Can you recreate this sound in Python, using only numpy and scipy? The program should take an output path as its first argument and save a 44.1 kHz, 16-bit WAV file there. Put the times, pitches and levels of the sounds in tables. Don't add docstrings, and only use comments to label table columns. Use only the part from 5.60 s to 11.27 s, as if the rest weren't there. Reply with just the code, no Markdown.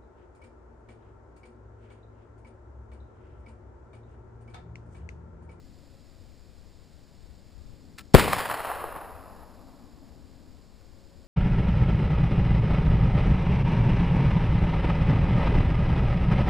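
import sys
import numpy as np
from scipy import signal
from scipy.fft import rfft, irfft, next_fast_len
from scipy.io import wavfile

SR = 44100
rng = np.random.default_rng(int(sys.argv[2]) if len(sys.argv) > 2 else 0)


def int16_out(signal):
    q = np.round(np.clip(np.atleast_2d(signal).T, -1, 1) * 32767)
    wavfile.write(sys.argv[1], SR, q.astype(np.int16))


N = 250047
TIME = np.arange(N) / SR
SHOT_S = 2.545

# pitch_hz, relative_db
AIR_COLOUR = [(30, 3.5), (90, 1.5), (150, -1.5), (270, -3.5), (400, -10), (550, -11), (750, -17),
              (1200, -22.5), (3000, -28), (5500, -26), (8000, -39.5)]
INSECT_COLOUR = [(2500, -35.5), (3600, -8.5), (4300, -2), (4800, 2.5), (5600, -3.5), (7000, -24.5)]
WIND_COLOUR = [(15, -1), (30, -0.5), (80, 0.5), (150, -14), (300, -21), (800, -46), (3000, -49.5)]
MURMUR_COLOUR = [(60, -24), (150, -3), (270, 2.5), (420, -17.5), (1000, -32), (3000, -55)]
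TRUNK_COLOUR = [(60, -16.5), (200, -19.5), (350, -13), (550, -5.5), (800, -.5), (1100, 0.5), (1400, -7),
                (2000, -8), (3000, -13), (4000, -13.5), (5500, -15), (8000, -32)]
GRASS_COLOUR = [(30, 6), (90, 12.5), (160, 9), (300, 4.5), (450, 6), (650, -0.5), (1600, -4), (2400, -3),
                (3500, -11.5), (5500, -16.5), (8000, -30.5)]
SCRAPE_COLOUR = [(300, -20), (700, -5), (1200, -2.5), (2500, 0), (3400, -4), (4500, -3), (6000, -4),
                 (8000, -22)]
GAS_COLOUR = [(500, -8.5), (2000, 0.5), (5000, 1), (6000, 5), (8000, -16.5)]

# middle_s, level_db, half_length_s
MURMUR_SWELLS = [(.1, -58.5, 0.58), (2.3, -53.5, 0.19), (4.25, -53.5, 0.8)]
HUM_SWELLS = [(.33, -65.5, 0.21), (5.6, -67, 0.33)]
# start_s, trunk_db, pitch_hz, treetop_db
TREE_ECHOES = [(2.583, -9, 915, -28.5), (2.596, -9, 1500, -20.5), (2.679, -13, 670, -40),
               (2.732, -7, 1160, -22.5), (2.787, -29, 1080, -25.5), (2.803, -17, 1200, -28),
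               (2.856, -15.5, 1160, -29.5), (2.899, -13.5, 950, -34.5), (2.913, -15, 1160, -27.5),
               (2.941, -22, 840, -28.5), (3.003, -19, 980, -42), (3.048, -17, 930, -45),
               (3.100, -17.5, 890, -43), (3.116, -17.5, 950, -49), (3.169, -35, 940, -49),
               (3.241, -18.5, 754, -37.5), (3.365, -30, 940, -34), (3.415, -30, 1020, -42),
               (3.830, -57, 750, -46.5)]
# start_s, level_db, fade_s (always the time to drop by 60 dB)
FLINT_HITS = [(2.3795, -46, 0.032), (2.3835, -38, 0.039), (2.3915, -35.5, .022), (2.4008, -46, 0.019),
              (2.4075, -47, 0.037)]
# pitch_hz, relative_db, fade_s
LOCK_TONES = [(1330, -13, .04), (1750, -29, 0.078), (2710, -24, .06)]
# start_s, level_db, fade_s
GAS_PUFFS = [(2.5365, -34.5, 0.045), (2.541, -17.5, 0.033), (2.5465, -7, .012), (2.555, -22, 0.012)]
# start_s, peak_db, rise_s, push_s, pull_s
PRESSURE_WAVES = [(2.5422, 10, .0011, .0021, .0034), (2.5476, 20, .0001, .0014, .0007),
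                  (2.5497, 17, .0003, .0011, .0044), (2.556, -9, .005, .012, .02)]


def from_db(db):
    return 10 ** (np.asarray(db) / 20)


def cut(x, hz, kind, order=1):
    return signal.sosfilt(signal.butter(order, min(hz, .45 * SR), kind, fs=SR, output="sos"), x)


def coloured(x, colour):
    hz, db = np.transpose(colour)
    size = next_fast_len(N)
    pitches = np.maximum(np.fft.rfftfreq(size, 1 / SR), 1)
    gain = from_db(np.interp(np.log(pitches), np.log(hz), db))
    shaped = irfft(rfft(x, size) * gain, size)[..., :N]
    return shaped / np.std(shaped)


def noise(colour, apart_db):
    shared, opposite = coloured(rng.standard_normal((2, N)), colour)
    return shared + from_db(apart_db) * opposite * [[1], [-1]]


def flutter(per_s, depth_db):
    steps = rng.standard_normal(N // 20)
    return from_db(depth_db * np.interp(TIME * per_s, np.arange(len(steps)), steps))


def swells(rows):
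    return sum(from_db(db) * np.exp(-((TIME - middle_s) / half_s) ** 2) for middle_s, db, half_s in rows)


def bursts(rows, rise_s):
    power = np.zeros(N)
    age = TIME[:SR // 2]
    for start_s, db, fade_s in rows:
        at = int(start_s * SR)
        burst = from_db(db - 60 * age / fade_s) * (1 - np.exp(-age / rise_s))
        power[at:at + len(age)] += burst ** 2
    return np.sqrt(power)


def after_shot(wait_s, rise_s, fade_s, hold_s=0):
    age = TIME - SHOT_S - wait_s
    return np.clip(age / rise_s, 0, 1) * from_db(-60 * np.maximum(age - rise_s - hold_s, 0) / fade_s)


def ring(x, hz, fade_s):
    decay = from_db(-60 / (fade_s * SR))
    feedback = [1, -2 * decay * np.cos(2 * np.pi * hz / SR), decay ** 2]
    return signal.lfilter(np.array([1, 0, -1]) * (1 - decay ** 2) / 2, feedback, x)


def meadow():
    air = from_db(-53.5) * noise(AIR_COLOUR, apart_db=-14)
    insects = from_db(-72.5) * noise(INSECT_COLOUR, apart_db=-30.5)
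    murmur = swells(MURMUR_SWELLS) * noise(MURMUR_COLOUR, apart_db=-15)
    hum = ring(rng.standard_normal(N), hz=547, fade_s=0.1)
    return air + insects + murmur + swells(HUM_SWELLS) * hum / np.std(hum)


def wind():
    gusts = noise(WIND_COLOUR, apart_db=0.5) * flutter(per_s=11, depth_db=-2.0)
    return gusts * from_db([[-51.5], [-54.5]])


def treetops(rise_s=.008, fall_s=.013):
    power = np.zeros(N)
    for echo_s, _, _, db in TREE_ECHOES:
        away = np.maximum((echo_s - TIME) / rise_s, (TIME - echo_s) / fall_s)
        power += (from_db(db) * np.exp(-np.minimum(away, 20))) ** 2
    return np.sqrt(power)


def trunks(per_s=5000, spread_db=3.0):
    arrivals = (rng.random(N) < per_s / SR) * rng.choice([-1, 1], N)
    strength = from_db(spread_db * np.clip(rng.standard_normal(N), -2, 2))
    return coloured(arrivals * strength, TRUNK_COLOUR)


def clear_echoes(width_octaves=1.1, step_db=-7):
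    out, size = np.zeros(N), SR // 20
    edge = 2 ** (width_octaves / 2)
    for start_s, db, hz, _ in TREE_ECHOES:
        slap = cut(signal.unit_impulse(size), hz / edge, "high", order=3)
        slap = cut(slap, hz * edge, "low", order=3)
        gaps_s = rng.uniform(.0012, .0034, 4)
        arrivals_s = start_s + np.cumsum(gaps_s) - gaps_s[0]
        for k, at in enumerate((arrivals_s * SR).astype(int)):
            out[at:at + size] += from_db(db + step_db * k) * slap / np.abs(slap).max()
    return out


def ground_bounce(x, lag_s=0.000746, settle_s=0.14, bounce_db=-9):
    lag = lag_s * (1 - np.exp(-np.maximum(TIME - SHOT_S, 0) / settle_s))
    return x + from_db(bounce_db) * np.interp(TIME - lag, TIME, cut(x, 1500, "high"))


def travelled(x, dulling=10.0):
    hz, times, slices = signal.stft(x, SR, nperseg=256)
    travel_s = np.clip(times - SHOT_S, 0, 2)
    loss_db = dulling * np.outer((hz / 1000) ** 0.8 - 1, travel_s)
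    return signal.istft(slices * from_db(-loss_db), SR)[1][:, :N]


def woods(wait_s=0.038, rise_s=.14):
    edge = from_db(-33) * after_shot(wait_s, rise_s, fade_s=2.17, hold_s=0.4)
    deep = from_db(-49.5) * after_shot(wait_s, rise_s, fade_s=5.8)
    loudness = np.sqrt(edge ** 2 + deep ** 2 + treetops() ** 2)
    roll = loudness * trunks() * flutter(per_s=130, depth_db=0.85)
    return travelled((ground_bounce(roll) + clear_echoes())[None])


def grass():
    loudness = from_db(-17.5) * after_shot(wait_s=.009, rise_s=.002, fade_s=0.77)
    return loudness * noise(GRASS_COLOUR, apart_db=-35.5) * flutter(per_s=180, depth_db=1.14)


def flint(ring_db=22):
    scrape = noise(SCRAPE_COLOUR, apart_db=-42) * bursts(FLINT_HITS, rise_s=0.00019)
    ringing = sum(from_db(db) * ring(scrape, hz, fade_s) for hz, db, fade_s in LOCK_TONES)
    return scrape + from_db(ring_db) * ringing


def blast(suction=0.35, thump_db=-11, thump_hz=155, thump_fade_s=.12):
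    waves = np.zeros(N)
    for start_s, db, rise_s, push_s, pull_s in PRESSURE_WAVES:
        lowest_s = push_s + suction * (push_s - rise_s)
        corners_s = start_s + np.sort([0, rise_s, lowest_s, push_s + pull_s, push_s + pull_s + rise_s])
        waves += from_db(db) * np.interp(TIME, corners_s, [0, 1, -suction, -suction / 2, 0])
    age = np.maximum(TIME - SHOT_S, 0)
    thump = -from_db(thump_db - 60 * age / thump_fade_s) * np.sin(2 * np.pi * thump_hz * age)
    gas = noise(GAS_COLOUR, apart_db=-9.0) * bursts(GAS_PUFFS, rise_s=0.00024)
    return waves + thump + gas


def scene():
    return flint() + blast() + grass() + woods() + meadow() + wind()


def coarse_sampling(x, rate_hz=12000, top_hz=5500):
    band = cut(x, top_hz, "low", order=14)
    highs = np.diff(cut(band, 500, "high"), prepend=0)
    mirror = highs * 2 * np.cos(2 * np.pi * rate_hz * TIME)
    return band + from_db(-0.28) * cut(mirror, 16000, "low")


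def record(dry, right_bass_hz=280, cutoff_hz=15150):
    left, right = np.clip(dry, -1, 1)
    both = np.array([left, cut(right, right_bass_hz, "high")])
    both = .97 * np.clip(coarse_sampling(both), -1, 1)
    return signal.sosfilt(signal.ellip(10, .1, 80, cutoff_hz, fs=SR, output="sos"), both)


dry = scene()
out = record(dry)
int16_out(out)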